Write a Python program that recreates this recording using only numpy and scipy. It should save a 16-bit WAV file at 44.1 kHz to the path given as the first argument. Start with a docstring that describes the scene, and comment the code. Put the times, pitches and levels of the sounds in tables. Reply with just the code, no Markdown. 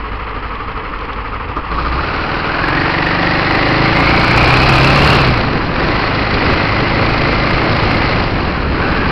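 """On a street, from the rider's seat: a single-cylinder four-stroke motorcycle idles, clunks into gear
and pulls away. Each firing thumps through the pipe, the piston shakes the frame, the engine clatters
and rasps, and the gears whine hardest under load. The throttle shuts twice and a rough patch jolts
the bike. Wind buffets the microphone as speed builds, and the loudest peaks overload it."""
import sys
import numpy as np
from scipy import signal
from scipy.fft import rfft, irfft
from scipy.io import wavfile

SR = 44100
rng = np.random.default_rng(int(sys.argv[2]) if len(sys.argv) > 2 else 0)


def wav_out(sig):
    """Save sig, one row per channel (or a flat mono array), as 16-bit PCM at SR to the path in sys.argv[1]."""
    wavfile.write(sys.argv[1], SR, np.round(np.clip(np.atleast_2d(sig).T, -1, 1) * 32767).astype(np.int16))


N = 401751
TIME = np.arange(N) / SR
IDLE_RATE = 12.5  # firings per second; the crank turns twice for each firing


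def amp(db):
    """Decibels to gain."""
    return 10 ** (np.asarray(db) / 20)


def unit_rms(x):
    """Scales to rms 1."""
    return x / np.sqrt(np.mean(x ** 2) + 1e-20)


def automation(rows):
    """Joins (seconds, value) rows into a curve, sample by sample."""
    return np.interp(TIME, *np.transpose(rows))


def colour(x, points):
    """Equalises by a curve of (Hz, dB) points; rms 1."""
    hz, db = np.transpose(points)
    f = np.fft.rfftfreq(len(x), 1 / SR)
    gain = amp(np.interp(np.log(f + 1), np.log(hz), db))
    return unit_rms(irfft(rfft(x) * gain, len(x)))


def wander(rate_hz):
    """Slow random drift of rms 1."""
    f = np.fft.rfftfreq(N, 1 / SR)
    return unit_rms(irfft(rfft(rng.standard_normal(N)) / (1 + (f / rate_hz) ** 4), N))


def resonate(x, hz, width_hz):
    """Two passes through a resonance whose pitch may glide."""
    turn = np.exp(2j * np.pi * np.cumsum(hz * np.ones(len(x))) / SR)
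    pole = np.exp(-np.pi * width_hz / SR)
    for _ in range(2):
        x = 2 * (turn * signal.lfilter([1 - pole], [1, -pole], x / turn)).real
    return x


def nearness(hz, centre_hz, width_hz):
    """1 at the centre of a resonance, falling to 0 away from it."""
    return 1 / (1 + (2 * (hz - centre_hz) / width_hz) ** 2)


def strike(start, db, t60):
    """A hit's envelope: instant attack, then 60 dB of decay in t60 seconds."""
    return (TIME >= start) * amp(db - 60 * np.maximum(TIME - start, 0) / t60)


def loudness(law, rate, throttle):
    """A source's level in dB, rising with engine speed and with throttle."""
    idle_db, speed_db, throttle_db = law
    return idle_db + speed_db * (rate - IDLE_RATE) + throttle_db * throttle


def exhaust(cycles, rate, level_db, pull, count=44):
    """The firing pulses as a stack of harmonics, each swelling as it glides through a pipe resonance."""
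    # The pipe's broad resonances. Each row: frequency in Hz, gain in dB.
    pipe = [(25, -8), (70, -14), (105, -6), (138, 1), (172, 0), (205, -11), (275, -6), (345, -2),
            (385, -11), (430, -8), (490, -12), (550, -8), (660, -14), (780, -12), (900, -15), (1500, -22)]
    # Sharp resonances that boom under load. Each row: centre in Hz, width in Hz, level in dB.
    booms = [(134.3, 10, -22.5), (170.7, 10, -24), (282, 12, -27), (325, 28, -25), (551, 26, -31.5),
             (774, 35, -33)]
    # Odd harmonics fade as the engine smooths out. Each row: firings per second, gain in dB.
    odd_fade = [(27, -0.5), (32, -7)]
    pipe_hz, pipe_db = np.transpose(pipe)
    odd_gain = amp(np.interp(rate, *np.transpose(odd_fade)))
    stack, boom, power = np.zeros((3, N))
    # the lowest four harmonics stay in step with the crank; the pipe scatters the higher ones
    phases = rng.random(count) * (np.arange(count) > 3)
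    for order, phase in enumerate(phases, 1):
        gain = np.interp(order * rate, pipe_hz, amp(pipe_db))
        boom_gain = sum(amp(db) * nearness(order * rate, hz, width) for hz, width, db in booms)
        tone = np.sin(2 * np.pi * (order * cycles + phase)) * (odd_gain if order % 2 else 1)
        stack += gain * tone
        boom += np.sqrt(2) * boom_gain * tone
        power += gain ** 2 / 2
    return (amp(level_db) * stack / np.sqrt(power) + np.maximum(pull, 0) * boom) * amp(wander(13))


def piston_shake(cycles, rate, throttle, pull, throttle_db=3, overrun_db=11):
    """The unbalanced piston drones at once and twice crank speed, loudest where the frame resonates."""
    # How the frame passes on the shake. Each row: frequency in Hz, gain in dB.
    frame = [(24, -41), (31, -28.5), (45, -36.5), (53, -30.5), (61, -25), (70, -24), (80, -38), (102, -34),
             (125, -23), (142, -29)]
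    hz, db = np.transpose(frame)
    crank_angle, crank_hz = 4 * np.pi * cycles, 2 * rate
    first_db = np.interp(crank_hz, hz, db) + throttle_db * throttle
    second_db = np.interp(2 * crank_hz, hz, db) + 3 + overrun_db * np.maximum(-pull, 0)
    drone = amp(first_db) * np.sin(crank_angle) + amp(second_db) * np.sin(2 * crank_angle)
    return np.sqrt(2) * drone * amp(0.73 * wander(7))


def knocks(cycles, t60, spread_db=3):
    """Piston slap and valve knocks each ring their own dense casing modes, never twice equally hard."""
    # Each row: position as a share of the cycle, relative level in dB.
    hits = [(.06, -3.5), (.31, -4.5), (.56, -2), (.81, -8)]
    t = np.arange(SR // 10) / SR
    knocking = np.zeros(N)
    for share, db in hits:
        ring = rng.standard_normal(len(t)) * amp(db - 60 * t / t60)
        count = np.floor(cycles - share)
        clicks = np.diff(count, prepend=count[0]) * amp(spread_db * rng.standard_normal(N))
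        knocking += signal.oaconvolve(clicks, ring)[:N]
    return unit_rms(knocking)


def stroke_surge(cycles, running, punch):
    """The envelope that pumps the mechanical noise through each four-stroke cycle."""
    # Each row: share of the cycle, idling accent in dB, running accent in dB.
    accents = [(0, -7, -1), (.1, -1, 4), (.24, 3.5, 1), (.38, 2, -1.5), (.55, 0, .5), (.72, .5, -1.5),
               (.87, -3, -3)]
    share, idle_db, run_db = np.transpose(accents)
    idling, pulling = (np.interp(cycles, share, db, period=1) for db in (idle_db, run_db))
    crank_ripple = 0.26 * np.cos(4 * np.pi * (cycles - .06))
    return unit_rms(amp((0.5 - running) * idling + running * punch * (pulling - crank_ripple)))


def clatter(cycles, running, surge, level_db):
    """Knocks and surging mechanical noise; the tone fills out as the revs rise."""
    # The engine's tone idling and running. 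Each row: frequency in Hz, gain in dB.
    idle_eq = [(100, 5), (160, -12.5), (290, -1), (360, -16.5), (440, -0.5), (640, -12.5), (820, -5.5),
               (950, -2.5), (1200, -2), (1500, -9), (2000, -8.5), (2700, -12), (3300, -21), (5000, -65)]
    run_eq = [(150, -5.5), (300, -1), (480, -1), (660, -1), (780, 1), (860, -0.5), (1200, 2.5), (1650, -2),
              (2000, -4), (2380, -2.5), (2900, -7), (3400, -27.5), (5000, -33.5)]
    grit = rng.standard_normal(N) * amp(wander(130))
    drive = surge * (grit + amp(-5) * knocks(cycles, t60=0.11))
    body = np.sqrt(1 - running) * colour(drive, idle_eq) + np.sqrt(running) * colour(drive, run_eq)
    return amp(level_db) * body


def valve_rasp(cycles, surge, level_db):
    """Bright valve ticks in a gritty hiss."""
    # The rasp's treble band. Each row: frequency in Hz, gain in dB.
    rasp_eq = [(2000, -16.5), (3000, 0.5), (3700, -2), (4150, 4), (4600, 0), (5100, -2), (5500, -15.5),
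               (6200, -19.5)]
    hiss = surge * rng.standard_normal(N) * amp(2.38 * wander(180))
    valves = amp(-10.5) * knocks(cycles, t60=0.023)
    return amp(level_db + 1.24) * colour(hiss + valves, rasp_eq)


def gear_whine(cycles, rate, pull, slip, punch, level_db):
    """Meshing teeth whine with the crank, loudest under load; hard power strokes make them chirp."""
    teeth_per_turn, case_hz = 37.93, 1160  # the case's own ring holds the pitch up at idle
    slip_sag, chirp, waver = .14, .06, .007  # shares of the pitch
    stroke_angle = 2 * np.pi * (cycles - .12)
    mesh_hz = np.maximum(case_hz, teeth_per_turn * 2 * rate * (1 - slip_sag * slip))
    hz = mesh_hz * (1 + chirp * punch * np.sin(stroke_angle + 2 * np.pi * .15) + waver * wander(15))
    load_db = np.interp(pull, [0, .35], [-7.5, 0])  # from coasting until the slack is taken up
    fade_db = -0.4214 * (rate - IDLE_RATE)
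    flare_db = 2.9 * nearness(mesh_hz, centre_hz=2330, width_hz=43)  # passing a ring of the casing
    tone = resonate(rng.standard_normal(N), hz, width_hz=270)
    throb = amp(5 * punch * np.cos(stroke_angle))
    return amp(level_db + load_db + fade_db + flare_db) * unit_rms(tone * throb)


def wind():
    """Lumpy low buffeting that grows with road speed."""
    # Airflow over the microphone. Each row: time in seconds, level in dB.
    airflow = [(0, -43.5), (1.5, -33.5), (3.4, -27.5), (4.4, -16.5), (5.2, -14.5), (6.1, -20), (7.4, -16.5),
               (9.11, -17.5)]
    # The wind's rumble. Each row: frequency in Hz, gain in dB.
    wind_eq = [(10, -5.5), (28, -1), (45, -3), (80, -1), (150, -4), (260, -5.5), (450, -10.5), (900, -21.5),
               (2000, -27.5), (5000, -53.5)]
    return amp(automation(airflow) + wander(12)) * colour(rng.standard_normal(N), wind_eq)


def metal_ticks():
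    """Loose metal parts tap lightly at idle."""
    # Each row: start in seconds, level in dB.
    taps = [(.555, -30), (.719, -30), (.989, -25), (1.012, -29), (1.053, -29), (1.132, -23)]
    envelope = sum(strike(start, db, t60=0.022) for start, db in taps)
    return envelope * unit_rms(resonate(rng.standard_normal(N), hz=3000, width_hz=1200))


def gear_clunk():
    """The gear dogs catch and rattle the case."""
    # The blows of the dogs. Each row: start in seconds, relative level in dB, ring time in seconds.
    blows = [(1.249, -20, .03), (1.566, -15, .12), (1.59, -22, .04)]
    # The gearbox case's resonances. Each row: centre in Hz, width in Hz, relative gain in dB.
    case_modes = [(324, 91, 15.5), (610, 180, 8.5), (1180, 360, 15), (2400, 970, -30)]
    envelope = sum(strike(start, db + 1, t60) for start, db, t60 in blows)
    noise = rng.standard_normal(N)
    return envelope * unit_rms(sum(amp(db) * resonate(noise, hz, width) for hz, width, db in case_modes))


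def scene():
    """One crankshaft drives the engine's layers; the clunk, ticks and wind play over them."""
    # Engine speed. Each row: time in seconds, firings per second.
    revs = [(0, 13.68), (.6, 11.97), (1.6, 12.9), (1.95, 15.43), (2.04, 19.5), (2.48, 19.79), (2.81, 23.42),
            (3.66, 25.66), (5.15, 35.95), (5.52, 23.62), (5.7, 20.48), (5.86, 25.82), (6.19, 25.79),
            (7.7, 27.52), (8.17, 27.56), (8.69, 16.66), (8.86, 20.11), (9.11, 21.97)]
    # The rider's hand. Each row: time in seconds, throttle from 0 shut to 1 wide open.
    twist_grip = [(1.5, 0.13), (1.85, 0.1), (2.58, 0.25), (2.7, 0.42), (4.3, 0.84), (5.13, 0.83),
                  (5.42, 0.23), (5.72, 0), (5.81, 0.39), (8.15, 0.46), (8.32, .04), (8.7, 0.024),
                  (8.84, 0.29)]
    # How hard the power stroke stands out. Each row: time in seconds, emphasis from 0 to 1.
    stroke_emphasis = [(3, 0.97), (3.7, 0.38), (5, 0.75), (5.4, 0.19)]
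    # Loudness laws. Each: base level in dB, dB per extra firing a second, dB added by full throttle.
    clatter_law = (-24, 0.23, 8.73)
    rasp_law = (-37.5, 0.39, 7.6)
    exhaust_law = (-30.5, 0.45, 3)
    rate, throttle, punch = automation(revs), automation(twist_grip), automation(stroke_emphasis)
    cycles = np.cumsum(rate * (1 + .004 * wander(15))) / SR - .5
    running = np.clip((rate - 13.5) / 10.5, 0, 1)  # 0 idling, 1 revved up

    bite_at_s, bite_length_s, locked_at_s = 1.67, 0.11, 2.87
    clutch = np.clip((TIME - bite_at_s) / bite_length_s, 0, 1)
    slip = clutch * np.interp(TIME, [bite_at_s, locked_at_s], [1, 0])
    # more throttle than holds the speed pulls; less lets the bike push the engine
    holding_throttle = 0.023 * (rate - IDLE_RATE)
    pull = clutch * np.clip((throttle - holding_throttle) / 0.38, -1, 1)
    jolt = np.exp(-((TIME - 6.5) / 0.077) ** 2)  # a rough patch of road: extra rattle and buffeting

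    clatter_db = loudness(clatter_law, rate, throttle)
    rasp_db = loudness(rasp_law, rate, throttle) - 10 * (1 - clutch)
    exhaust_db = loudness(exhaust_law, rate, throttle) - 7 * (1 - clutch)
    surge = stroke_surge(cycles, running, punch)
    engine = exhaust(cycles, rate, exhaust_db, pull)
    engine += amp(3 * slip) * piston_shake(cycles, rate, throttle, pull)
    rattle = clatter(cycles, running, surge, clatter_db) + valve_rasp(cycles, surge, rasp_db)
    engine += amp(3 * jolt) * rattle
    whine_cycles = cycles - 0.15 * (1 - running)  # at idle the whine swells later in the cycle
    engine += gear_whine(whine_cycles, rate, pull, slip, punch, clatter_db + 8.5 * slip)
    return (engine + gear_clunk() + metal_ticks() + amp(5.5 * jolt) * wind())[None]


def low_pass(x, hz):
    """A steep band limit."""
    return signal.oaconvolve(x, signal.firwin(301, hz, window=("kaiser", 9), fs=SR)[None], "same")


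def record(dry, headroom=1.233, ceiling=.72):
    """A narrow-band microphone rounds off peaks; the loudest clip flat, with faint treble crackle."""
    rounded = low_pass(headroom * np.tanh(dry / headroom), hz=5900)
    return low_pass(np.clip(rounded, -ceiling, ceiling), hz=15800)


dry = scene()
out = record(dry)
wav_out(out)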